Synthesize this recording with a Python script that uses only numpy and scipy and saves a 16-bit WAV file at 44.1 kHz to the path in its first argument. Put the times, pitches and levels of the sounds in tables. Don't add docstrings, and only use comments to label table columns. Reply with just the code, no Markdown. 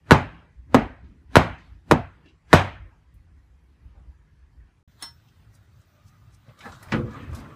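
import sys
import numpy as np
from scipy import signal
from scipy.fft import irfft
from scipy.io import wavfile
from scipy.ndimage import uniform_filter1d, map_coordinates

SR = 44100
rng = np.random.default_rng(int(sys.argv[2]) if len(sys.argv) > 2 else 0)


def rack_gain(trim_db):
    fader = np.asarray(trim_db, float)
    return 10 ** (fader / 20)


def dump_mix(stems):
    frames = np.atleast_2d(stems).T
    limited = np.clip(frames, -1, 1)
    pcm = np.round(limited * 32767).astype(np.int16)
    wavfile.write(sys.argv[1], SR, pcm)


N = 332955
STEP = 8
T = np.arange(0, N + STEP, STEP) / SR
EDGES_HZ = np.geomspace(28, 15700, 29)
BAND_HZ = np.sqrt(EDGES_HZ[1:] * EDGES_HZ[:-1])
KITCHEN_ENDS_S, OVEN_STARTS_S = 4.830, 4.876

# start in seconds, blow in dB, contact in Hz, hoop ring in dB.
RIM = [
    (0.1088, 4, 1170, -11),
    (0.7446, 1.5, 767, -6.5),
    (1.3555, 4, 1146, -15),
    (1.9112, 0.5, 912, -19.5),
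    (2.5298, 5.5, 1200, -9.5),
]
# start in seconds, blow in dB, contact in Hz, favoured board pitch in Hz,
# fall-off in dB one octave away.
BASE = [
    (0.1169, 2.5, 740, 200, 7.5),
    (0.7483, -8, 568.4, 268, 34),
    (1.3668, 2, 739, 221.2, 6),
    (1.9196, -1, 727, 318.7, 2.5),
    (2.5358, 2.5, 804.4, 198.6, 1),
]
# start in seconds, level in dB, brightness in dB per octave,
# decay stretch as a ratio, bass in dB.
ROOM_ANSWERS = [
    (.112, -7, 0.5, 0.98, 1.5),
    (.747, -8.5, -2.5, 0.95, -11.5),
    (1.358, -9, 1.1, 1.094, 2),
    (1.912, -10.5, -1.5, 0.86, -2.5),
    (2.534, -10, 2.5, 1.168, 1),
]
# rim crack in dB, base crack in dB, brightness in dB per octave, joist boom in dB.
CONTACT = [
    (0, 2, -1.5, -3.5),
    (-2.5, 4, -1, 6.5),
    (2, 0, 0.5, 2.5),
    (1, -7.5, 1, -1.5),
    (2, -2.5, -0.5, -1),
]
# pitch in Hz, level in dB, t60 in seconds.
PAN_MODES = [(677, -2.5, 0.045), (920, -5.5, 0.043), (1080, -7, 0.051), (1500, -5.5, 0.06),
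             (2240, -24, 0.06), (2920, -18, 0.035), (5000, -26.5, .012)]
# pitch in Hz, level in dB, t60 in seconds.
HOOP_MODES = [(262, -1.3, 0.12)]
# pitch in Hz, level in dB, t60 in seconds.
BOARD_MODES = [(63, -6.5, .3), (95, -1.5, 0.38), (165.94, -3, 0.074), (200, -6.5, 0.032),
               (259.8, -5, 0.066), (336, -1.5, 0.094), (455, -5, 0.1)]
# frequency in Hz, level in dB per Hz.
ROOM = [(24, -41), (40, -11.5), (140, 0), (180, -13), (256, -3.5), (283, -8), (516, -16.5), (600, -10),
        (810, -11), (918, -12), (990, -13), (4240, -36), (16000, -63)]
# frequency in Hz, t60 in seconds.
ROOM_T60 = [(60, 0.35), (160, 0.29), (420, .27), (1100, .29), (2200, 0.36), (3300, 0.3), (4300, 0.21),
            (6000, 0.23), (12000, .14)]
# frequency in Hz, level in dB per Hz.
NEXT_ROOM = [(300, -11), (900, 2), (2000, 1.5), (3200, -16.5), (4500, -25)]
# frequency in Hz, level in dB per Hz.
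CRACK = [(880, -26.5), (1500, 1), (2720, -11.5), (3030, -9), (4120, -15), (12500, -30), (16000, -44)]

# start in seconds, level in dB.
RACK_HITS = [
    (5.0244, -29.5),
    (5.027, -46),
    (5.0299, -37),
    (5.036, -55),
]
RACK_HZ = [939, 1064, 1681, 1728, 2015, 3106, 3310, 3693, 4066, 4204, 4323, 5376, 6573, 8395, 9103, 9722,
           10050, 10350, 15610]
# level in dB, t60 in seconds.
RACK_RINGS = [(-20, 0.25), (-25, 0.18), (-32, 0.39), (-31, 0.4), (-17.5, .1), (-23.5, 0.2), (-27, 0.12),
              (-34, .08), (-24, .1), (-13, 0.078), (-12, 0.055), (-4, 0.3), (-11.5, .06), (-7.5, 0.11),
              (-10, 0.044), (-2, .06), (-5, 0.027), (-13, 0.047), (-8, .1)]
# start in seconds, level in dB, centre in Hz.
TICKS = [
    (5.2833, -55.5, 4350),
    (5.546, -50.5, 7320),
    (5.812, -56.5, 6024),
    (6.077, -51.5, 6500),
    (6.341, -51.5, 6500),
]
# pitch in Hz, rms level in dB.
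WHINE = [(14244, -105), (14293, -109), (14346, -75), (14395, -83), (14492, -111)]
# start in seconds, level in dB.
STOP_HITS = [
    (6.924, -27),
    (6.939, -21.5),
    (6.946, -18.5),
    (6.997, -30),
    (7.049, -34),
    (7.08, -37.5),
]
# pitch in Hz, level in dB, t60 in seconds.
DOOR_MODES = [(103, -21, 0.29), (161, -14, 0.26), (220.7, 2.5, 0.17), (245, -14, 0.21), (344.7, -6.5, 0.35),
              (421, -10.5, 0.086), (488.7, -2.5, 0.12)]
# time in seconds, level in dB.
UNLATCH = [
    (6.42, -77.5),
    (6.5, -69),
    (6.564, -71),
    (6.62, -55),
    (6.66, -53),
    (6.72, -54),
    (6.78, -60),
    (6.85, -57),
    (6.91, -57),
]
# time in seconds, level in dB.
LOWER = [
    (6.96, -38.5),
    (7.04, -53),
    (7.16, -46.5),
    (7.2, -49.5),
    (7.3, -49),
    (7.366, -45),
    (7.458, -48.5),
    (7.55, -52.5),
]
# panel, hinge, scrape and grit, in dB relative to the friction.
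UNLATCH_MIX_DB = (2, 4.5, -5, -5.5)
LOWER_MIX_DB = (4, -1, -9, -18)
# frequency in Hz, level in dB per Hz.
PANEL = [(29, -38.5), (50, -6.5), (134, 3), (172, -7.5), (250, -3.5), (364, -12), (482, -14), (600, -20),
         (780, -44.5), (1320, -120)]
HINGE = [(240, -33.5), (400, -21), (503, 2), (615, 5.5), (710, 4), (850, -1.5), (1280, 10.5), (1900, -17),
         (2470, -42.5), (4180, -120)]
SCRAPE = [(1000, -28), (1700, -2), (2760, -9.5), (3000, -13.5), (3300, 0), (4290, -44.5), (7260, -120)]
GRIT = [(1760, -36.5), (3000, -7.5), (3240, 3), (3940, -2), (9330, -10), (10300, -24), (14700, -12),
        (16000, -31)]
# start in seconds, level in dB, centre in Hz, width in octaves, t60 in seconds.
JOLTS = [(6.483, -33, 101.3, 0.46, 0.13), (6.485, -56, 700, 0.58, 0.11), (6.487, -53.5, 2614, 0.55, 0.11),
         (6.589, -54, 5000, 1.33, 0.06), (6.606, -43, 2400, 1.2, 0.08), (6.654, -31.5, 1110, 0.8, 0.12),
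         (6.66, -38.5, 480, 0.44, 0.12), (6.678, -40, 900, 0.69, .1), (6.666, -41.5, 1280, 0.69, 0.12),
         (6.655, -53.5, 8040, 0.42, 0.066), (6.658, -40.5, 252, 1, 0.19), (6.719, -48.5, 4600, 0.82, 0.12),
         (6.8265, -47, 1500, 0.8, 0.089), (6.885, -45, 1300, 1.2, 0.084), (6.827, -48, 9024, 1.1, 0.088),
         (6.87, -35.5, 83.33, 0.59, 0.215), (6.9197, -25.5, 4850, 0.37, 0.047),
         (6.92, -21.5, 1500, 1.16, 0.17), (7.106, -58.5, 5000, 0.77, 0.16), (7.133, -54, 6800, 0.29, 0.078),
         (7.166, -47, 1770, 0.78, 0.17), (7.19, -45, 2450, 0.26, 0.33), (7.26, -53, 1800, 0.66, .12),
         (7.335, -53, 1600, 0.65, .1), (7.33, -56, 6000, 1.2, .1), (7.347, -47.5, 6200, 1.4, 0.2),
         (7.385, -52, 4000, 1.1, .06), (7.399, -53.5, 6481, 1.2, 0.052)]

# start in seconds, level in dB, centre in Hz, width in octaves,
# t60 in seconds.
HANDLING = [(0.096, -39.5, 890, 0.85, 0.13), (1.03, -49.5, 214, 0.66, 0.66), (1.1, -53, 230.5, 0.45, 0.63),
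            (1.04, -68.5, 2990, 0.73, 0.51), (1.58, -64, 3460, 0.86, 0.82),
            (2.121, -57.5, 1192, 0.61, 0.32), (2.255, -47.5, 320, 0.42, 0.27),
            (2.257, -63, 2990, 1.05, 0.11), (2.284, -64.5, 3000, 0.99, 0.27), (2.9, -69, 895, .9, 1.2),
            (4.6, -72, 1700, .6, 0.82), (.42, -65, 698, .9, .5), (.93, -53.5, 659, 0.62, 0.37),
            (1.7, -68, 1112, 1.05, 0.53), (2.85, -61, 398, 0.72, 0.33), (3.14, -69, 11050, 0.6, .12),
            (3.95, -62, 697, 1.2, 0.5)]
# centre in seconds, rms level in dB, pitch in Hz, width in Hz,
# half length in seconds.
RUBS = [(1.595, -79, 4360, 120, 0.027), (1.645, -72, 4420, 119, .035), (2.263, -65, 1730, 150, 0.016),
        (2.282, -63.5, 2740, 250, .03), (2.282, -75, 3330, 150, 0.035), (2.287, -73, 3920, 150, .025),
        (2.255, -82, 4650, 150, .012), (4.299, -82.5, 1686, 150, .3), (5.972, -71, 600, 80, .06),
        (6.1, -70, 1222, 200, .3), (6.493, -59, 558, 150, 0.024), (6.667, -46.5, 1710, 90, 0.03),
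        (6.674, -49.5, 770, 150, 0.037), (6.667, -51, 230, 40, 0.033), (7.139, -57.5, 1696, 60, 0.065),
        (7.14, -64, 2290, 79.4, .05), (7.24, -61, 2555, 60, 0.033), (7.246, -56.5, 1785, 80, 0.069),
        (7.1, -55, 484, 50, 0.17), (7.22, -44, 248, 60, 0.055), (7.42, -45.5, 235, 80, 0.051)]
# centre in seconds, level in dB, half length in seconds.
STIRS = [
    (.3, -48.5, 0.14),
    (1.05, -71, 0.079),
    (1.55, -53.5, .12),
    (2.17, -61, .13),
    (2.68, -60, .12),
    (3.9, -67.5, .25),
]
# centre in seconds, level in dB, half length in seconds.
SHIFTS = [(.0, -57.5, 0.041), (.6, -50.5, 0.098), (.7, -51, .04), (1.1, -54.5, .2), (1.28, -50.5, 0.043),
          (1.72, -49, 0.08), (2.36, -60, 0.044), (2.76, -47.5, 0.1), (3.17, -55, 0.055), (3.36, -59, .09),
          (3.52, -55.5, .06), (3.86, -49.5, .05), (4.0, -49, .05), (4.08, -49, .045), (4.19, -60, .04),
          (4.38, -75, .04), (4.63, -55, .07), (5.13, -64, .06), (5.48, -60, .04), (5.61, -54.5, 0.026),
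          (5.95, -64, 0.039), (6.05, -52.5, 0.046), (6.25, -52.5, 0.058), (6.36, -54.5, .03),
          (6.67, -50, 0.038), (6.76, -51.5, .03), (7.06, -43, 0.067), (7.33, -42.5, 0.07),
          (7.42, -47, 0.042)]
# frequency in Hz, level in dB per Hz.
KITCHEN_RUMBLE = [(12, -49), (20, -18), (36, -10.5), (59, 2), (157, -20), (189, -34.5), (262, -27),
                  (300, -28), (390, -59), (660, -120)]
OVEN_RUMBLE = [(12, -63), (20, -33), (30, -9), (40, -3), (97, 6), (109, 18.5), (128, -8), (204, -13.5),
               (300, -55), (390, -57), (660, -120)]
KITCHEN_AIR = [(88, -23.5), (150, -0.5), (188, -12), (265, -11.5), (496, -20.5), (631, -26.5), (901, -19),
               (1270, -24), (1710, -21), (3480, -33), (4500, -45.5), (5850, -76), (9900, -120)]
OVEN_AIR = [(88, -25), (150, -7.5), (293, -17.5), (384, -20.5), (442, -33), (605, -21), (927, -25.5),
            (1250, -23.5), (1460, -22.5), (4500, -35.5), (5850, -65.5), (9900, -120)]
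KITCHEN_HISS = [(2350, -29.5), (4000, -5), (5570, -7), (7500, -11), (10600, -16), (13000, -15)]
OVEN_HISS = [(2350, -19), (4000, 11), (4950, -5), (5400, 10), (5830, 2), (10400, -2.5), (13500, -34)]


def pan_drops():
    s, db, contact_hz = np.transpose([row[:3] for row in RIM + BASE])
    rims = len(RIM)
    waves = sum(map(bending_wave, s[:rims], db[:rims], contact_hz[:rims]))
    luck_db = rng.normal(0, 4, (len(s), len(PAN_MODES)))
    pan = strike(s + .002, rack_gain(db - 15.0), PAN_MODES, contact_hz * 3.6, luck_db)

    base_s, base_db, _, favoured_hz, fall_db = np.transpose(BASE)
    octaves_off = np.log2(np.array(BOARD_MODES)[:, 0] / favoured_hz[:, None])
    favour_db = -fall_db[:, None] * octaves_off ** 2
    thump_gain = rack_gain(-11.5 + 0.32 * base_db)
    thump = strike(base_s + 0.0049, thump_gain, BOARD_MODES, 320 + 0 * base_s, favour_db)

    rim_s, _, _, hoop_db = np.transpose(RIM)
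    hoop = strike(rim_s, rack_gain(hoop_db), HOOP_MODES, 700 + 0 * rim_s, np.zeros((rims, 1)))
    dry = waves + pan + thump + hoop + sum(map(air_cushion, rim_s))
    high_pass = signal.butter(2, 70, "high", fs=SR, output="sos")
    return signal.sosfilt(high_pass, dry) + sum(map(floor_wave, base_s, base_db))


def bending_wave(s, db, contact_hz, echo_s=.0021, echo=.43):
    hz = np.arange(4097) * SR / 8192
    tone = (hz / contact_hz) ** 1.8 / (1 + (hz / contact_hz) ** 5.01)
    lag = .7 * np.sqrt(hz) - 2 * np.pi * hz * .0008 - .95
    reflection = 1 + echo * np.exp(-2j * np.pi * hz * echo_s)
    wave = irfft(tone * np.exp(-1j * lag) * reflection)[:2048]
    out = np.zeros(N)
    out[round(s * SR):][:2048] = rack_gain(db) * wave / np.abs(wave).max()
    return out


def floor_wave(s, db):
    cycles, crest_s, rise_s, fade_s = 1.06, .00195, .0007, .0065
    t = np.arange(1, 3000) / SR
    sweep = np.cos(2 * np.pi * cycles * np.log(t / crest_s))
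    envelope = (1 - np.exp(-(t / rise_s) ** 3)) * np.exp(-t / fade_s)
    out = np.zeros(N)
    out[round(s * SR):][:len(t)] = rack_gain(db + 2) * sweep * envelope
    return out


def air_cushion(s):
    lead_s, half_s = 0.0042, 0.003
    return rack_gain(-21) * np.exp(-((np.arange(N) / SR - s + lead_s) / half_s) ** 2)


def strike(times, strengths, modes, contact_hz, colour_db):
    out = np.zeros(N)
    for s, strength, soft_hz, colour in zip(times, strengths, contact_hz, colour_db):
        t = np.arange(min(SR // 2, N - round(s * SR))) / SR
        rings = np.zeros(len(t))
        for (hz, db, t60), change_db in zip(modes, colour):
            rings += rack_gain(db + change_db - 60 * t / t60) * np.sin(2 * np.pi * hz * t)
        push = np.sin(np.linspace(0, np.pi, int(SR / soft_hz / 2) + 3))
        out[round(s * SR):][:len(t)] += strength * np.convolve(rings, push / push.sum())[:len(t)]
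    return out


def contact_cracks(power):
    for rim, base, (rim_db, base_db, bright_db, _) in zip(RIM, BASE, CONTACT):
        crack = rack_gain(bright_db * np.log2(BAND_HZ / 3000) - 14.0) * band_share(CRACK)
        rim_gain = rack_gain(rim[1] + rim_db)
        burst(power, rim[0], rim_gain * crack, [.045], rise_s=0.00018, smear_db=-35.0)
        burst(power, base[0], rack_gain(base[1] + base_db) * crack, [.045], rise_s=0.00015, smear_db=-34.5)
        snap = rim_gain * rack_gain(-26.5) * bell(6000, 0.4)
        burst(power, rim[0], snap, [0.016], rise_s=0.00022, smear_db=-45.0)


def room_answers(power):
    for (s, db, tilt_db, stretch, bass_db), (*_, boom_db) in zip(ROOM_ANSWERS, CONTACT):
        octaves = np.log2(BAND_HZ / 500)
        colour_db = tilt_db * octaves + bass_db * (BAND_HZ < 200) + boom_db * (BAND_HZ < 95)
        t60s = stretch * at_hz(ROOM_T60, BAND_HZ)
        smear_db = -27.0 - 2.9 * np.c_[octaves]
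        burst(power, s, rack_gain(db + colour_db) * band_share(ROOM), t60s, rise_s=0.0036, smear_db=smear_db)
        late = rack_gain(db - 22) * band_share(NEXT_ROOM)
        burst(power, s, late, [stretch * 0.51], rise_s=0.018, smear_db=-39.5)


def rack_clink():
    s, db = np.transpose(RACK_HITS)
    luck_db = rng.normal(0, 1.6, (len(s), len(RACK_RINGS)))
    clink = strike(s, rack_gain(db), np.c_[RACK_HZ, RACK_RINGS], 16000 + 0 * s, luck_db)
    t = np.arange(SR // 4) / SR
    scatter = rng.standard_normal(SR // 4) * rack_gain(-30 - 60 * t / 0.24)
    scatter = signal.sosfilt(signal.butter(1, 3100, fs=SR, output="sos"), scatter)
    clink = clink + signal.fftconvolve(clink, scatter)[:N]
    settles_s, damped_t60_s = 5.1, 0.3
    return clink * rack_gain(-60 * np.clip(np.arange(N) / SR - settles_s, 0, 1) / damped_t60_s)


def door_thud():
    s, db = np.transpose(STOP_HITS)
    return strike(s, rack_gain(db), DOOR_MODES, 600 + 0 * s, rng.normal(0, 3.6, (len(s), len(DOOR_MODES))))


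def electronics_whine():
    t, out = np.arange(N) / SR, np.zeros(N)
    for hz, db in WHINE:
        level = np.repeat(rack_gain(db - 8 + 2.9 * drift(25)), STEP)[:N]
        out += np.sqrt(2) * level * np.sin(2 * np.pi * hz * t)
    return out * (t > OVEN_STARTS_S)


def door_friction(power):
    s, db = np.transpose(UNLATCH + LOWER)
    friction_db = np.interp(T, s, db, left=-150, right=-150)
    for early_db, late_db, part in zip(UNLATCH_MIX_DB, LOWER_MIX_DB, (PANEL, HINGE, SCRAPE, GRIT)):
        part_db = np.where(T < STOP_HITS[0][0], early_db, late_db)
        power += (rack_gain(friction_db + part_db + 1.5 * drift(60)) * np.c_[band_share(part)]) ** 2
    burst(power, STOP_HITS[1][0], rack_gain(-21.5) * band_share(PANEL), [0.49], rise_s=0.015, smear_db=-11)
    burst(power, STOP_HITS[0][0], rack_gain(-27.5) * band_share(HINGE), [0.24], rise_s=0.0084, smear_db=-30)


def small_knocks(power):
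    for s, db, mid_hz in TICKS:
        burst(power, s, rack_gain(db - 6.0) * bell(mid_hz, 0.82), [.09], rise_s=0.0025, smear_db=-8.5)
    for s, db, mid_hz, width, t60 in JOLTS + HANDLING:
        burst(power, s, rack_gain(db) * bell(mid_hz, width), [t60], rise_s=.0008, smear_db=-24)
    knock = 0.3 * bell(270, 0.36) + 1.1 * bell(1300, 0.67) + 1.9 * bell(3800, 0.18)
    knock += 0.607 * bell(6250, 0.23) + 0.65 * bell(9500, 0.15) + 0.4 * bell(14200, 0.12)
    burst(power, RACK_HITS[0][0], rack_gain(-37) * knock, [.16], rise_s=0.00065, smear_db=-10.5)


def rubs():
    out = np.zeros(N)
    for s, db, hz, width_hz, half_s in RUBS:
        r, tone = np.exp(-np.pi * width_hz / SR), rng.standard_normal(SR)
        for _ in range(2):
            tone = signal.lfilter([1, 0, -1], [1, -2 * r * np.cos(2 * np.pi * hz / SR), r * r], tone)
        swell = np.exp(-((np.arange(SR) / SR - .5) / half_s) ** 2)
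        start = round(s * SR) - SR // 2
        out[start:start + SR] += (rack_gain(db) * tone / tone.std() * swell)[:N - start]
    return out


def background():
    sway = [(s + 0.12, db - 51.5, .09) for s, db, *_ in BASE]
    rumble = rack_gain(by_place(-62, -63.5)) ** 2 + swells(SHIFTS + sway)
    rumble_tone = by_place(np.c_[band_share(KITCHEN_RUMBLE)], np.c_[band_share(OVEN_RUMBLE)])
    power = rumble * (rack_gain(4.5 + 3.0 * drift(9.7)) * rumble_tone) ** 2
    air = rack_gain(by_place(-67, -64.5)) ** 2 + swells(STIRS)
    power += air * by_place(np.c_[band_share(KITCHEN_AIR)], np.c_[band_share(OVEN_AIR)]) ** 2
    kitchen_hiss = rack_gain(-83) * np.c_[band_share(KITCHEN_HISS)]
    oven_hiss = rack_gain(-76.5) * np.c_[band_share(OVEN_HISS)]
    power += by_place(kitchen_hiss, oven_hiss) ** 2
    return power


def noises():
    power = background()
    for layer in (door_friction, room_answers, contact_cracks, small_knocks):
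        layer(power)
    loud = rack_gain(-45) ** 2
    quiet = loud / (loud + power[8:].sum(axis=0))
    depth = 0.61 + (1 - 0.61) * quiet
    white = [streaks(rng.standard_normal(N), streak_db=4.5 * depth, size=18) for _ in range(2)]
    out = np.zeros(N)
    for k, (low, high) in enumerate(zip(EDGES_HZ, EDGES_HZ[1:])):
        band_pass = signal.butter(2, [low, high], "band", fs=SR, output="sos")
        band = signal.sosfilt(band_pass, white[k % 2])
        flicker_db = 1.23 * depth * (1 + 1.2 * (low > 9500)) * drift(15)
        level = np.sqrt(power[k]) * rack_gain(flicker_db)
        out += band / band.std() * np.repeat(level, STEP)[:N]
    return out


def streaks(x, streak_db, size):
    _, _, lines = signal.stft(x, nperseg=512, noverlap=384)
    chance = uniform_filter1d(rng.standard_normal(lines.shape), size=size, axis=1) * np.sqrt(size)
    depth_db = np.interp(np.arange(lines.shape[1]) * 128 / SR, T, streak_db)
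    treble = np.clip(np.c_[:len(lines)] / 8, 0, 1)
    gain = rack_gain(depth_db * np.clip(chance, -3, 1.8) * treble)
    return signal.istft(lines * gain, nperseg=512, noverlap=384)[1][:N]


def burst(power, s, shares, t60s, rise_s, smear_db):
    i = np.searchsorted(T, s)
    t, ahead = T[i:i + 4000] - T[i], T[i] - T[max(i - 700, 0):i]
    envelope = (1 - np.exp(-t / rise_s)) * rack_gain(-60 * t / np.c_[t60s])
    power[:, i:i + len(t)] += (shares[:, None] * envelope) ** 2
    power[:, i - len(ahead):i] += (shares[:, None] * rack_gain(smear_db) * np.exp(-ahead / 0.017)) ** 2


def swells(rows):
    return sum((rack_gain(db) * np.exp(-((T - s) / half_s) ** 2)) ** 2 for s, db, half_s in rows)


def drift(rate):
    return map_coordinates(rng.standard_normal(size=800), [T * rate], order=2)


def by_place(kitchen, oven):
    return np.where(T > OVEN_STARTS_S, oven, kitchen)


def at_hz(points, hz):
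    points_hz, values = np.transpose(points)
    return np.interp(np.log(hz), np.log(points_hz), values)


def band_share(spectrum):
    inside = (BAND_HZ > spectrum[0][0]) & (BAND_HZ < spectrum[-1][0])
    share = rack_gain(at_hz(spectrum, BAND_HZ)) * np.sqrt(BAND_HZ) * inside
    return share / np.sqrt(np.sum(share ** 2))


def bell(mid_hz, width):
    return .5 * np.exp(-(np.log2(BAND_HZ / mid_hz) / width) ** 2)


def scene():
    pan = pan_drops()
    oven = rack_clink() + door_thud() + electronics_whine()
    return (pan + oven + noises() + rubs())[None]


def band_limit(x):
    return signal.sosfilt(signal.butter(12, 16370, fs=SR, output="sos"), x)


def record(dry):
    t = np.arange(N) / SR
    thinned = signal.sosfilt(signal.butter(2, 35, "high", fs=SR, output="sos"), dry)
    gate = np.clip(np.maximum(KITCHEN_ENDS_S - t, t - OVEN_STARTS_S) / 0.0021, 0, 1)
    clipped = np.clip(thinned, -.98, .98) * gate
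    finished = signal.sosfilt(signal.cheby2(10, 60, 16400, fs=SR, output="sos"), clipped)
    return band_limit(finished)


dry = scene()
out = record(dry)
dump_mix(out)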